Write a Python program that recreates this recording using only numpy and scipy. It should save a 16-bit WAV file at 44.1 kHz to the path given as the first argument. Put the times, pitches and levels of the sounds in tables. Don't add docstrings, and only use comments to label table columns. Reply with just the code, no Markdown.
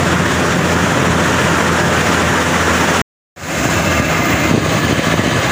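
import sys
import numpy as np
from scipy import signal
from scipy.fft import rfft, irfft
from scipy.io import wavfile
from scipy.ndimage import uniform_filter1d

SR = 44100
rng = np.random.default_rng(int(sys.argv[2]) if len(sys.argv) > 2 else 0)


def unload_audio(sound):
    columns = np.transpose(np.atleast_2d(sound))
    steps = np.round(np.clip(columns, -1, 1) * 32767)
    wavfile.write(sys.argv[1], SR, steps.astype(np.int16))


def linear_from_db(decibels):
    return 10 ** (np.asarray(decibels, float) / 20)


N = 242991

# time_s, firing_hz
FIRING_RATE = [
    (0, 86.2),
    (.75, 85.5),
    (2, 85.4),
    (2.6, 84.2),
    (3, 84),
    (3.3, 81.4),
    (4.4, 80.8),
    (5.51, 80.5),
]
# multiple, alongside_db, drawn_past_db, far_db
ENGINE_TONES = [
    (1, -26.5, -26, -30),
    (2, -23.5, -30, -27),
    (3, -33, -31, -36),
    (4, -33, -33, -36),
    (5, -33, -36, -39),
    (6, -33, -36, -39),
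    (7, -33, -38, -37),
    (14, -36, -35, -50),
]
# pitch_hz, level_db_per_hz
ROAR_COLOUR = [
    [(15, -29), (25, -36.5), (67, -12.5), (176, 4.5), (213, -1.5), (373, -6), (515, -8.5), (749, -10), (1810, -11), (2130, -16.5), (3260, -20.5), (4500, -29.5), (7280, -28), (13500, -47), (15000, -38.5)],
    [(15, -56), (25, -57), (75, -1.5), (163, -7), (335, -4), (404, -14), (673, -7), (833, -14.5), (1630, -11.5), (2630, -18.5), (5420, -28), (6720, -18.5), (8550, -32.5), (13500, -42.5), (15000, -33)],
    [(15, -72), (25, -38.5), (93, -0.5), (158, -6), (309, -5), (394, -12.5), (637, -8.5), (769, -16.5), (1180, -13.5), (1500, -17), (1630, -13.5), (5280, -27), (6540, -22), (13500, -47), (15000, -47)],
]
# pitch_hz, width_hz, above_roar_db
BODY_RINGS = [
    [(169.7, 31, -6.5), (1380, 56, 2), (5700, 580, 2), (6800, 2200, 3.5), (8100, 350, -4), (796, 120, -3.5), (2100, 190, 0)],
    [(1214, 35, 6), (1700, 72, 2), (2107, 46, 7.5), (2610, 650, 4.5), (3990, 160, 3), (5230, 510, 3), (6650, 500, -1), (7500, 360, 3.5), (8110, 500, -3), (2850, 150, -0.5), (5400, 270, 2)],
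    [(1130, 96, 3), (1700, 180, 2), (2060, 53, 5), (2590, 85, 3), (3100, 57, -1), (3170, 46, 6.5), (3710, 23, 9.5), (4050, 130, 4.5), (4700, 68, 3.5), (6800, 450, 1.5), (5570, 250, -4), (2300, 250, -0.5)],
]
# delay_ms, gain_ratio
GROUND_ECHO = [
    (.98, -0.014),
    (2.1, -0.011),
    (2.2, -0.021),
]
# rate_per_s, depth_db, phase_turns
SHAFT_THROBS = [
    (14.8, .8, .2),
    (5.2, .7, .6),
]
# time_s, level_db
ROAR_REACH = [(0.1, -16.5), (0.6, -17.5), (0.9, -16), (1.1, -16.5), (1.5, -15), (1.9, -17), (2.1, -14),
              (2.35, -16.5), (2.9, -14.5), (3.7, -19), (4.0, -18), (4.2, -18.5), (4.43, -16.5),
              (4.66, -18.5), (4.8, -18.5), (5.05, -17), (5.4, -18)]
# centre_s, length_s, lift_db
RUMBLE_GUSTS = [
    (0.295, 0.097, 1),
    (1.107, 0.16, 3.5),
    (3.922, 0.19, 4),
    (4.302, .09, 4),
    (4.536, 0.18, 5),
    (4.799, .14, 2.5),
    (5.14, 0.095, -1),
    (5.396, 0.12, 2.5),
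]
# centre_s, length_s, lift_db
INSECT_SWELLS = [(.3, .2, 5), (.72, .15, 10), (1.05, .12, 3), (1.5, .1, 7), (2.0, 0.25, 8), (2.55, .2, 6),
                 (2.919, .25, 13.5), (3.75, 0.41, 1.5), (4.3, .14, 7), (4.79, .09, 5), (5.12, .1, 2.5)]
# start_s, end_s, pitch_hz, width_hz, level_db
BELT_WHIRRS = [
    (1.3, 1.75, 1192, 15, -32),
    (3.7, 4.25, 2660, 45, -29.5),
    (3.6, 4.15, 1640, 40, -31),
    (3.7, 4.47, 1200, 30, -31),
    (4.15, 4.54, 2065, 22, -29),
    (4.7, 5.51, 1720, 40, -30),
    (4.55, 5.51, 3020, 40, -35),
    (5.05, 5.35, 2070, 30, -33),
]
# time_s, peak_db, pitch_hz, direction (1 push, -1 pull)
WIND_POPS = [(3.6566, -6.5, 158, -1), (3.6899, -7.5, 256, 1), (3.9993, -6.5, 136, 1), (4.1959, -9, 166, 1),
             (4.4568, -10, 232, -1), (4.5125, -4.5, 178, -1), (4.5406, 1, 179, 1), (4.5494, 1, 208, 1),
             (4.5767, -2.5, 324, 1), (4.5808, -3, 171, -1), (4.663, -4.4, 266, 1), (4.7537, -9, 185, -1),
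             (4.8503, -7, 200, 1), (4.9108, -5.8, 266, 1), (4.928, -2, 179, 1), (4.9939, -5, 259, 1),
             (5.0717, -7.3, 147, 1), (5.0837, -7.1, 167, 1), (5.1409, -2.0, 262, 1), (5.1944, -1, 204, 1),
             (5.2389, -6.7, 225, 1), (5.2616, -2, 240, 1), (5.2774, -3, 227, 1)]

CUT_S, BACK_S, FADE_S = 3.0168, 3.3615, .27
PASSING_S = 2.1, 2.4
TURN_S = 4.5
RUMBLE_DB, RUMBLE_PAST_DB, RUMBLE_FAR_DB = -18.5, -20.3, -20
FAN_NEAR_DB, FAN_OPENS_DB_PER_S = 0, 0.28
FAN_FACES_S, FAN_TURN_S = 3.7, 0.27
FAN_FAR_DB, FAN_AWAY_DB = 2.5, -3
RATTLES_PER_S, RATTLE_HZ, RATTLE_DB = 90, (450, 2000), -27
INSECT_HZ = 14350, 15600
CHORUS_NEAR_DB, CHORUS_FAR_DB = -54.5, -42
POP_DB = 1.5
POP_RISE, POP_SETTLE, POP_CUT_HZ = 2.2, .62, 70
EDGE_HZ = 15510


def read(points, hz):
    f, value = np.transpose(points)
    return np.interp(np.log(hz + 1), np.log(f + 1), value)


def evened(x):
    return x / np.sqrt(np.mean(abs(x) ** 2) + 1e-20)


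def drift(t, top_hz):
    rates = np.geomspace(.1, 1, num=24) * top_hz
    return evened(sum(np.sin(2 * np.pi * (f * t + rng.random())) / np.sqrt(f) for f in rates))


def bells(t, rows):
    return sum(db * np.exp(-((t - s) / length) ** 2) for s, length, db in rows)


def by_view(t, near, far):
    return np.where(t < BACK_S - .1, near, far)


def grid():
    return np.fft.rfftfreq(512, 1 / SR)[:, None], np.arange(N // 128 + 5) * 128 / SR


def hiss(field_db):
    z = rng.standard_normal(field_db.shape) + 1j * rng.standard_normal(field_db.shape)
    return signal.istft(z * linear_from_db(field_db) / np.sqrt(2 * 384), nperseg=512, noverlap=384)[1][:N]


def coloured(x, view):
    hz = np.fft.rfftfreq(N, 1 / SR)
    rings = sum(db / (1 + (2 * (hz - f) / width) ** 2) for f, width, db in BODY_RINGS[view])
    delay_ms, gain = GROUND_ECHO[view]
    echo = 1 + gain * np.exp(-2j * np.pi * hz * delay_ms / 1000)
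    shape = linear_from_db(read(ROAR_COLOUR[view], hz) + rings) * echo
    middle = (hz > 700) & (hz < 4000)
    return irfft(rfft(x) * shape / np.sqrt(np.mean(abs(shape * middle) ** 2)), N)


def levels(t):
    body = np.interp(by_view(t, t, t.clip(FAN_FACES_S)), *np.transpose(ROAR_REACH))
    rumble_near = np.interp(t, PASSING_S, [RUMBLE_DB, RUMBLE_PAST_DB])
    rumble = by_view(t, rumble_near, RUMBLE_FAR_DB) + bells(t, RUMBLE_GUSTS)
    turning = np.exp(-(t - FAN_FACES_S).clip(0) / FAN_TURN_S)
    fan_near = FAN_NEAR_DB + FAN_OPENS_DB_PER_S * t
    fan_far = FAN_AWAY_DB + (FAN_FAR_DB - FAN_AWAY_DB) * turning
    return body, rumble - body, by_view(t, fan_near, fan_far)


def roar():
    hz, t = grid()
    low = 1 / (1 + (hz / 500) ** 4)
    high = 1 / (1 + (4500 / (hz + 1)) ** 6)
    body, rumble, fan = levels(t)
    level = body + low * rumble + high * fan
    throb = sum(db * np.cos(2 * np.pi * (rate * t + turn) + .7 * drift(t, 1.5))
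                for rate, db, turn in SHAFT_THROBS)
    patches = uniform_filter1d(rng.standard_normal((len(hz), len(t))), 7, axis=0)
    patches = uniform_filter1d(patches, 14, axis=1)
    flicker = 0.48 * evened(uniform_filter1d(rng.standard_normal(len(t)), 4))
    x = hiss(level + (1 - 0.32 * low) * throb + 0.88 * evened(patches) + flicker)
    s = np.arange(N) / SR
    turned = np.clip((s - TURN_S) / 0.027 + .5, 0, 1)
    shaded = linear_from_db(-2.5 * np.exp(-(s - TURN_S).clip(0) / 0.044))
    far = (1 - turned) * coloured(x, view=1) + turned * shaded * coloured(x, view=2)
    return by_view(s, coloured(x, view=0), far)


def engine():
    t = np.arange(N) / SR
    turns = np.cumsum(np.interp(t, *np.transpose(FIRING_RATE))) / SR
    coarse, out = t[::256], np.zeros(N)
    for k, beside_db, past_db, far_db in ENGINE_TONES:
        near_db = np.interp(t, PASSING_S, [beside_db, past_db])
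        waver_db = np.interp(t, coarse, 2.2 * drift(coarse, 20))
        wander = np.interp(t, coarse, .22 * np.sqrt(k) * drift(coarse, 14))
        level = linear_from_db(np.where(t < CUT_S, near_db, far_db) + waver_db)
        out += np.sqrt(2) * level * np.cos(2 * np.pi * k * turns + wander)
    return out


def rattles():
    t, out = np.arange(6000) / SR, np.zeros(N)
    panels = np.geomspace(*RATTLE_HZ, num=30) * rng.uniform(.96, 1.04, size=30)
    for hz in panels:
        struck = rng.random(N) < RATTLES_PER_S / len(panels) / SR
        knocks = struck * linear_from_db(3.0 * rng.standard_normal(N))
        fading = linear_from_db(-60 * t / .16) * (1 - np.exp(-t / .004))
        ring = fading * np.sin(2 * np.pi * hz * t)
        out += signal.oaconvolve(knocks, ring)[:N]
    return linear_from_db(RATTLE_DB) * evened(out)


def insects():
    hz, t = grid()
    lower_edge = np.clip((INSECT_HZ[0] + 500 - hz) / 1200, 0, 3)
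    band_db = -30 * lower_edge ** 2 - 80 * (hz > INSECT_HZ[1])
    pulsing = 2.2 * evened(uniform_filter1d(rng.standard_normal(len(t)), 3))
    x = hiss(band_db + pulsing)
    s = np.arange(N) / SR
    return evened(x) * linear_from_db(by_view(s, CHORUS_NEAR_DB, CHORUS_FAR_DB) + bells(s, INSECT_SWELLS))


def whirrs():
    out = np.zeros(N)
    for start, end, hz, width, db in BELT_WHIRRS:
        part = slice(int(start * SR), int(end * SR))
        t = np.arange(N)[part] / SR
        fuzz = rng.standard_normal((N, 2))[part] @ [1, 1j]
        pole = np.exp(-np.pi * width / SR)
        fuzz = evened(signal.lfilter([1], np.convolve([1, -pole], [1, -pole]), fuzz))
        tone = (fuzz * np.exp(2j * np.pi * hz * t)).real
        out[part] += np.sqrt(2) * linear_from_db(db) * tone * signal.windows.tukey(len(t), .4)
    return out


def wind():
    t, out = np.arange(N) / SR, np.zeros(N)
    for s, db, hz, push in WIND_POPS:
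        part = slice(int((s - .02) * SR), int((s + .03) * SR))
        u = (t[part] - s) * hz * np.where(t[part] < s, POP_RISE, .85)
        out[part] += push * linear_from_db(db + POP_DB) * np.exp(-(u / POP_SETTLE) ** 2) * np.cos(2 * np.pi * u)
    return signal.lfilter(*signal.butter(2, POP_CUT_HZ, "high", fs=SR), out)


def scene():
    machine = linear_from_db(6.0) * roar() + engine() + whirrs() + rattles()
    return (machine + linear_from_db(0.5) * insects() + wind())[None]


def roll_off(x):
    return signal.sosfilt(signal.butter(12, 16870, fs=SR, output="sos"), x)


def record(dry):
    t = np.arange(N) / SR
    power_db = 10 * np.log10(abs(uniform_filter1d(dry[0] ** 2, 200, origin=99)) + 1e-12)
    fall = t * 60.
    held_db = np.maximum.accumulate(power_db + fall) - fall
    over_db = np.maximum(held_db + 11.5, 0)
    cut_db = .5 * np.roll(uniform_filter1d(over_db, 130, origin=64), 110)
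    ducked = dry / linear_from_db(cut_db)
    fade_in = np.clip((t - BACK_S) / FADE_S + 0.041, 0, 1) * (t > BACK_S)
    edit = (t < CUT_S) + fade_in
    edge = signal.firwin(1201, EDGE_HZ, window=("kaiser", 10), fs=SR)
    squashed = np.tanh(ducked * edit * .8) / .8
    return roll_off(signal.oaconvolve(squashed, edge[None], "same"))


dry = scene()
out = record(dry)
unload_audio(out)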